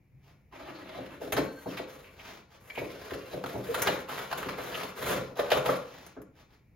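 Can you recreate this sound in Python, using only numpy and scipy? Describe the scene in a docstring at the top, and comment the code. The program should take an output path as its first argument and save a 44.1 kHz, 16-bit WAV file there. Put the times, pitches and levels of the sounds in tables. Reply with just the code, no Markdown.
"""A soft bump sounds over a faint house rumble, then fingers brush and open a cardboard box on a wooden
table, drag out a thin plastic tray and set it down. Rubbing is many tiny slips: surfaces catch and let go.
Knocks ring the hollow box and the table, flaps and tray crackle as they buckle, tight card squeaks,
the wedged tray sings, and a piece of metal rings faintly after the lid pops.
It is all heard in a small, echoing room, through a phone a metre or two away."""
import sys
import numpy as np
from scipy import signal
from scipy.fft import rfft, irfft, next_fast_len
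from scipy.io import wavfile
from scipy.ndimage import uniform_filter1d

SR = 44100
rng = np.random.default_rng(int(sys.argv[2]) if len(sys.argv) > 2 else 0)


def wav_record(signal):
    """Record a signal, one row per channel, as 16-bit PCM in the file named by sys.argv[1]."""
    frames = np.transpose(np.atleast_2d(signal))
    bounded = np.clip(frames, -1, 1)
    # unit amplitude maps onto the largest positive 16-bit level
    quanta = np.round(bounded * 32767).astype(np.int16)
    wavfile.write(sys.argv[1], SR, quanta)


N = 298027
TIME = np.arange(N) / SR
HIT_TIME = TIME[:SR // 4]  # the clock of one short sound
LID_OPEN_S, TRAY_OUT_S = 1.2, 5.3

# soft bumps as the box is nudged and its lid pulls free: t/s, f/Hz, level/dB, length/ms
BUMPS = [(0.085, 128, -51, 84), (1.367, 170, -37, 35), (1.384, 281, -34.5, 33)]
# a hand brushes the card: middle t/s, half length/s, level/dB
BRUSHES = [(0.285, 0.053, -61.5), (2.282, 0.099, -46), (2.542, 0.04, -54.5), (5.96, 0.14, -51),
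           (6.397, 0.043, -58.5), (6.532, 0.04, -62.5)]
# sliding strokes on lid, inner flaps, tray and table; the levels are reached at the stroke's end:
# t/s, length/s, scrape level/dB, hiss level/dB, drumming level/dB, swell/dB (below 0 it fades)
STROKES = [ (0.509, 0.49, -44.5, -60.5, -45.5, 5.5), (1.029, 0.13, -51, -63, -49.5, 3),
           (1.198, 0.11, -56.5, -59.5, -44, -8), (1.36, 0.021, -47, -42.5, -40, -5),
           (1.493, 0.13, -59, -55, -91, 10), (1.665, 0.13, -47, -57, -49.5, 2),
           (1.868, 0.25, -61, -64.5, -59.5, -5.5), (2.59, 0.17, -55.5, -53.5, -56.5, 10.5),
           (2.765, 0.18, -50.5, -57.5, -46, -2.5), (2.931, 0.13, -44, -55, -50.5, 24),
           (3.089, 0.099, -50, -57.5, -45, -1), (3.244, 0.14, -48, -54, -47.5, 2),
           (3.46, 0.12, -49, -53, -44.5, 0.5), (3.627, 0.21, -38, -40, -34.5, 13),
           (3.873, 0.11, -47, -51, -44.5, -8.5), (4.074, 0.16, -43, -47.5, -46, -4),
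           (4.299, 0.23, -45, -53, -41.5, 1.5), (4.563, 0.27, -40, -45, -41, 5.5),
           (4.948, 0.15, -32.5, -33.5, -31.5, 18.5), (5.095, 0.094, -47.5, -75, -35.5, 4),
           (5.351, 0.14, -44, -51.5, -44, 1.5), (5.522, 0.044, -47, -44, -32.5, -3.5),
           (5.637, 0.068, -37, -42, -37.5, 5)]
# blunt knocks on the box: t/s, box level/dB, table level/dB, contact time/ms
KNOCKS = [(0.98, -35, -39.5, 9.3), (1.2125, -38.5, -42, 7.7), (1.326, -29, -31, 6.2),
          (1.375, -20.5, -27, 5.9), (1.656, -32.5, -35.5, 8.8), (1.794, -32, -42, 2.5),
          (2.775, -29.5, -36, 1.1), (2.812, -32, -37, 11), (3.117, -32.5, -34, 3.3),
          (3.328, -32, -36.5, 9.5), (3.373, -33, -48, 1.6), (3.438, -28.5, -34, 1.3), (3.537, -33, -33, 26),
          (3.884, -23, -39.5, 5.7), (4.461, -37.5, -33, 3.4), (4.582, -33.5, -40, 2.7),
          (5.39, -21, -35.5, 1.6), (5.517, -15, -45, 0.79), (5.566, -27, -47, 5.9),
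          (5.69, -16.5, -31, 2.07), (6.165, -44, -40.5, 8.6)]
# flaps and tray buckle: t/s, crack level/dB, bright snap level/dB, crumple time/ms, fold f/Hz
CRACKS = [(1.321, -32, -29, 6.5, 3020), (1.366, -25, -42, 9.3, 1500), (1.769, -37, -50, 11, 2400),
          (3.107, -37.5, -55, 2.6, 1390), (3.438, -31, -53, 1.6, 1310), (3.46, -36, -41, 1.6, 1200),
          (3.743, -27, -33.5, 5, 1530), (3.819, -35.5, -23, 3.6, 1600), (3.871, -20.5, -35, 3.3, 1620),
          (4.313, -31.5, -52, 1.7, 1220), (4.327, -25, -42, 1.9, 1150), (4.374, -40.5, -37.5, 12, 3000),
          (4.429, -33, -45, 0.45, 1280), (4.485, -32, -54, 4.3, 1220), (4.832, -38.5, -48, 2.3, 3240),
          (5.389, -32.5, -41.5, 5.9, 1464), (5.503, -29.5, -41, 3.1, 2800), (5.516, -18.5, -40, 2.1, 2450),
          (5.526, -26, -38, 3, 3470), (5.571, -32, -34.5, 3, 1310), (5.657, -32, -37.5, 4, 3430)]
# the notes of the metal: f/Hz, level/dB, time to fade by 60 dB/s
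METAL_NOTES = [(1556, -46.5, 1.2), (4300, -56.5, 2.2)]
# the metal's note swells once more (first row), later the wedged tray sings:
# t/s, f/Hz, level/dB, length/ms
WAVERING_NOTES = [(1.569, 1596, -55, 32), (3.683, 470, -26.5, 39), (3.819, 1600, -39, 110),
                  (3.873, 2883, -35, 24)]
# tight card squeaks: t/s, f/Hz, level/dB, length/ms
SQUEAKS = [(2.019, 2330, -52.5, 94), (2.186, 2500, -46, 29), (2.699, 2240, -36, 5.9),
           (2.753, 2360, -40.5, 8.8), (2.765, 2250, -34.5, 31), (4.735, 2700, -36.5, 28)]
# the plastic ticks: t/s, level/dB
TICKS = [(5.372, -45), (6.065, -43), (6.218, -50.5)]

# modes (pitches a thing rings at) of shut lid, full box, empty box and table: f/Hz, width/Hz, level/dB
LID_MODES = [(330, 110, 4.5), (596, 79, -2.5)]
FULL_BOX_MODES = [(329, 120, -6), (471.4, 130, 5), (513, 100, 5.5), (597, 110, 0.5)]
EMPTY_BOX_MODES = [(486, 46, 4.5), (578, 74, 5.5), (1158, 240, -8.5)]
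TABLE_MODES = [(64, 37, 0.5), (122, 24.6, 3), (198.6, 76, -0.5), (268.2, 24, 4)]
# tone colours of the house, skin on card, scraping, hissing edges and cracks: f/Hz, level/dB
HOUSE_TONE = [(25, -15.5), (55, 1.5), (120, 1.5), (200, -6), (400, -17.5), (1500, -34), (2300, -22.5),
              (3200, -42.5)]
SKIN_TONE = [(700, 1), (2600, -5.5), (6500, -14.5), (11000, -22)]
SCRAPE_TONE = [(150, -21), (500, 8), (850, 1.5), (1500, -4), (2200, -5), (5000, -9.5), (7500, -12),
               (15000, -23.5)]
HISS_TONE = [(1500, 14.5), (4000, -5), (6500, 8.5), (10000, 7), (14000, 3.5), (16000, -2)]
CRACK_TONE = [(150, -2.5), (600, 2), (1300, 1.5), (2100, -2), (4000, -5.5), (7000, -15.5), (15000, -26.5)]

# how long the room echoes: f/Hz, time to fade by 60 dB/s
ROOM_FADE = [(500, 0.45), (2000, 0.37), (6000, 0.34), (15000, 0.037)]
# "side" (how the two microphones differ) against "mid" (what they share): f/Hz, level/dB
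STEREO_WIDTH = [(100, -16), (250, -13), (450, -8.5), (800, -1.5), (2000, -7), (6000, -4), (8200, -44),
                (10500, -1), (13000, -51.5)]
# how far the right microphone lags the left: f/Hz, phase/radians
RIGHT_LAG = [(1800, 0), (3200, -.8), (5200, -.4), (5700, 1.3), (7000, 1.5), (7800, 3.0), (9400, 3.25),
             (10200, 4.2), (12800, 6.28)]


def undb(db):
    """Turn decibels into a factor to multiply by."""
    return 10 ** (np.asarray(db) / 20)


def unit(x):
    """Scale a signal to an average power of 1."""
    return x / np.sqrt(np.mean(x ** 2))


def on_log_axis(points, hz):
    """Read between (f/Hz, value) points, with every octave equally wide."""
    f, value = np.transpose(points)
    return np.interp(np.log(hz + 1e-9), np.log(f), value)


def colour(x, points):
    """Give a sound a tone colour made of (f/Hz, level/dB) points."""
    size = 2 * next_fast_len(len(x) // 2 + 2048)
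    gain = undb(on_log_axis(points, np.fft.rfftfreq(size, 1 / SR)))
    cepstrum = irfft(np.log(gain))
    # fold it in half, so the filter never answers before the sound arrives
    cepstrum[1:size // 2] *= 2
    cepstrum[size // 2 + 1:] = 0
    return irfft(rfft(x, size) * np.exp(rfft(cepstrum)))[:len(x)]


def resonate(x, hz, width):
    """Let through a band around one pitch, so that it rings."""
    return signal.lfilter(*signal.iirpeak(hz, hz / width, fs=SR), x)


def ring(push, modes):
    """A pushed object rings at its modes and gives off little above or below them."""
    body = sum(undb(db) * resonate(push, hz, width) for hz, width, db in modes)
    band = [modes[0][0] * .7, modes[-1][0] * 1.6]
    return signal.sosfilt(signal.butter(3, band, "bandpass", fs=SR, output="sos"), body)


def wander(per_s):
    """A random curve that glides to a new value per_s times a second."""
    step = int(SR / per_s)
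    stairs = np.repeat(rng.standard_normal(N // step + 1), step)
    return unit(uniform_filter1d(stairs, step)[:N])


def slips(per_s, spread_db, size=N):
    """Surfaces catch and let go in tiny random clicks, a few much larger than the rest."""
    strength = undb(spread_db * np.minimum(rng.exponential(size=size), 4))
    clicks = strength * rng.standard_normal(size)
    return unit(clicks * (rng.random(size) < per_s / SR))


def burst(ms, per_s):
    """A cluster of slips that swells quickly and dies away."""
    age = HIT_TIME * 1000 / max(ms, .3)
    return np.sqrt(age) * np.exp(-age) * slips(per_s, spread_db=0.97, size=len(HIT_TIME))


def add(track, s, sound, db):
    """Place a sound at s seconds so that its loudest 8 ms have the given level."""
    start = max(int(s * SR), 0)
    loudest = np.sqrt(uniform_filter1d(sound ** 2, size=353).max())
    track[start:start + len(sound)] += (sound * undb(db) / loudest)[:N - start]


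def arch(ms):
    """One smooth rise and fall in loudness."""
    return np.sin(np.pi * np.minimum(HIT_TIME * 1000 / ms, 1))


def rasp(hz, ms, width_share=0.34):
    """A quick run of slips swells and fades, ringing broadly around one pitch."""
    run = slips(per_s=5000, spread_db=5)[:len(HIT_TIME)] * arch(ms)
    width = width_share * hz
    return resonate(resonate(run, hz, width), hz, width)


def house_rumble(level_db=-61.5):
    """The house rumbles low, with a faint band of hiss; gives mid and side."""
    mid, side = (unit(colour(rng.standard_normal(N), HOUSE_TONE)) for _ in range(2))
    swell = undb(level_db + 1.5 * wander(5.4))
    return mid * swell, colour(side, STEREO_WIDTH) * swell


def bumps():
    """The nudged box and its lid give soft, low bumps with no sharp edge."""
    out = np.zeros(N)
    for s, hz, db, ms in BUMPS:
        add(out, s, rasp(hz, ms), db)
    return out


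def brushing():
    """Skin glides over smooth card: very fine slips swell and fade with each pass."""
    loudness = sum(undb(db) * np.exp(-((TIME - s) / half) ** 2) for s, half, db in BRUSHES)
    return unit(colour(slips(per_s=22000, spread_db=6.0), SKIN_TONE)) * loudness


def stroke(start, length, swell_db, attack_s=0.019, release_s=0.052):
    """One stroke takes hold quickly, swells or fades steadily, then runs out as the hand slows."""
    age = np.maximum(TIME - start, 0)
    attack = np.minimum(age / attack_s, 1)
    swell = undb(swell_db * np.minimum(age / length - 1, 0))
    release = np.exp(-np.maximum(age - length, 0) / release_s)
    return attack * swell * release


def flexing(push):
    """A bent sheet rings at many pitches that come and go as the contact moves; high ones are weaker."""
    return sum(resonate(push, hz, hz / 11) * undb(4.5 * wander(35)) / np.hypot(1, (hz / 4500) ** 2)
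               for hz in np.geomspace(650, 6300, num=20))


def rubbing(table_db=-7, lid_db=-1, fingertip_top_hz=3700):
    """Card and plastic slide unevenly: the slips scrape, hiss at the edges and drum on box and table."""
    scrape_level, hiss_level, drum_level = sum(np.outer(undb(levels_db), stroke(s, length, swell_db))
                                               for s, length, *levels_db, swell_db in STROKES)
    grip = undb(1.8 * wander(70))
    friction = grip * slips(per_s=5000, spread_db=2.0)
    scrape = unit(colour(friction / 2 + flexing(friction), SCRAPE_TONE)) * scrape_level
    # soft fingertips on the shut box sound duller than the free edges do later
    dull = signal.sosfilt(signal.butter(2, fingertip_top_hz, fs=SR, output="sos"), scrape)
    scrape = np.where(TIME < LID_OPEN_S, dull, scrape)
    hiss = unit(colour(friction, HISS_TONE)) * hiss_level
    # first the shut lid drums, then the open box, at last the empty one
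    lid, full, empty = (unit(ring(friction, m)) for m in (LID_MODES, FULL_BOX_MODES, EMPTY_BOX_MODES))
    walls = np.select([TIME < LID_OPEN_S, TIME < TRAY_OUT_S], [lid * undb(lid_db), full], empty)
    table = unit(ring(friction, TABLE_MODES)) * undb(table_db)
    return scrape + crinkle() * scrape_level + hiss + (walls + table) * drum_level


def knocks(chatter_db=-9, rock_s=.035, rock_db=-12):
    """Each knock thuds through the table and rings the hollow box, whose walls chatter."""
    out = np.zeros(N)
    for s, box_db, table_db, ms in KNOCKS:
        if s < TRAY_OUT_S:  # the full box rocks back and touches once more, softer
            modes, chatter_ms, contacts = FULL_BOX_MODES, 15, [(0, 0), (rock_s, rock_db)]
        else:  # with no tray to calm them, the walls chatter longer
            modes, chatter_ms, contacts = EMPTY_BOX_MODES, 30, [(0, 0)]
        # the grip changes from knock to knock and retunes the walls
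        tuning = 1 + .025 * rng.standard_normal()
        walls = [(hz * tuning, width, db) for hz, width, db in modes]
        for delay, softer_db in contacts:
            push = unit(burst(ms, per_s=4500))
            chatter = undb(chatter_db) * unit(burst(chatter_ms, per_s=2800))
            add(out, s + delay, ring(push + chatter, walls), box_db + softer_db)
            add(out, s + delay, ring(push, TABLE_MODES), table_db + softer_db)
    return out


def cracks(fold_db=2):
    """A stiff sheet buckles in a quick run of clicks with a bright snap; each fold has its own pitch."""
    out = np.zeros(N)
    for s, crack_db, snap_db, ms, hz in CRACKS:
        clicks = burst(ms, per_s=6000)
        fold = undb(fold_db) * resonate(clicks, hz, hz / 2)
        add(out, s, colour(clicks + fold, CRACK_TONE), crack_db)
        add(out, s, colour(clicks, HISS_TONE), snap_db)
    return out


def metal(start_s=1.322, beat_hz=11.2):
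    """The lid's jolt sets some metal ringing; a weaker twin just above each note makes it throb."""
    age = np.maximum(TIME - start_s, 0)
    out = np.zeros(N)
    for hz, db, fade_s in METAL_NOTES:
        note = np.sin(2 * np.pi * hz * age)
        twin = 0.55 * np.sin(2 * np.pi * (hz + beat_hz) * age)
        out += (note + twin) * undb(db - 60 * age / fade_s)
    return out


def wavering_notes(waver_share=0.019):
    """The metal's note swells once more; later the wedged tray slips and sings short wavering notes."""
    out = np.zeros(N)
    for s, hz, db, ms in WAVERING_NOTES:
        pitch = hz * (1 + waver_share * wander(150)[:len(HIT_TIME)])
        note = np.sin(2 * np.pi * np.cumsum(pitch) / SR)
        add(out, s, note * arch(ms), db)
    return out


def squeaks():
    """Tight card sticks and slips in short, dry squeaks."""
    out = np.zeros(N)
    for s, hz, db, ms in SQUEAKS:
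        add(out, s, rasp(hz, ms), db)
    return out


def crinkle(start_s=3.74, wall_hz=1150, against_scrape_db=-3.5):
    """The dragged tray catches on the card in separate small clicks that ring its thin wall."""
    clicks = colour(slips(per_s=170, spread_db=0.5), CRACK_TONE)
    wall = unit(resonate(clicks, wall_hz, width=wall_hz))
    return wall * undb(against_scrape_db) * (TIME > start_s)


def ticks():
    """The thin plastic relaxes in single bright ticks."""
    out = np.zeros(N)
    for s, db in TICKS:
        add(out, s, colour(burst(ms=0.3, per_s=7700), HISS_TONE), db)
    return out


def even_out(echoes):
    """Keep the room's fine peaks and dips, but make every broad band of pitch equally strong."""
    power = uniform_filter1d(np.abs(rfft(echoes)) ** 2, size=71)
    hz = np.fft.rfftfreq(len(echoes), 1 / SR)
    return colour(echoes, np.column_stack([hz, -10 * np.log10(power)])[1:])


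def centred(side, mid):
    """Echoes come from all around, so no broad band of pitch leans left or right."""
    side_bands, mid_bands = rfft(side, 2 * len(side)), rfft(mid, 2 * len(mid))
    shared = uniform_filter1d((side_bands * mid_bands.conj()).real, size=401)
    lean = shared / uniform_filter1d(np.abs(mid_bands) ** 2, size=401)
    return irfft(side_bands - lean * mid_bands)[:len(side)]


def room(dry, tail_db, early_db):
    """The direct sound, close echoes from table and wall, then a tail whose treble dies first."""
    t = TIME[:int(.7 * SR)]
    hz, times, frames = signal.stft(rng.standard_normal((2, len(t))), SR, nperseg=256)
    fade = undb(-60 * times / on_log_axis(ROOM_FADE, hz)[:, None])
    tail = signal.istft(frames * fade, SR)[1][:, :len(t)]
    taps = rng.standard_normal(tail.shape) * (rng.random(tail.shape) < 1500 / SR)
    early = taps * np.exp(-t / 0.0046)
    echoes = (undb(tail_db) * unit(tail) + undb(early_db) * unit(early)) / np.sqrt(len(t))
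    direct = t == 0  # reaches both microphones alike, so it goes in mid only
    mid = even_out(echoes[0] + direct)
    side = centred(colour(even_out(echoes[1]), STEREO_WIDTH), mid)
    return tuple(signal.fftconvolve(dry, response)[:N] for response in (mid, side))


def scene():
    """All the handling shares one room, over the quiet of the house; gives left and right."""
    handling = (rubbing() + brushing() + knocks() + cracks() + ticks()
                + squeaks() + wavering_notes() + bumps())
    # the handling sounds carry almost nothing below about 48 Hz
    handling = signal.sosfilt(signal.butter(3, 48, "highpass", fs=SR, output="sos"), handling)
    mid, side = np.add(room(handling, tail_db=-2.0, early_db=4.0), house_rumble())
    mid = mid + metal()
    return np.array([mid + side, mid - side])


def record(dry, balance_db=1.1, top_hz=15800):
    """The two microphones are out of step in the treble, the left is a bit louder, and the top is cut."""
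    lag = on_log_axis(RIGHT_LAG, np.fft.rfftfreq(N, 1 / SR))
    right = irfft(rfft(dry[1]) * np.exp(-1j * lag), N)
    stereo = np.array([dry[0] * undb(balance_db / 2), right * undb(-balance_db / 2)])
    return signal.sosfilt(signal.ellip(10, .2, 80, top_hz, fs=SR, output="sos"), stereo)


dry = scene()
out = record(dry)
wav_record(out)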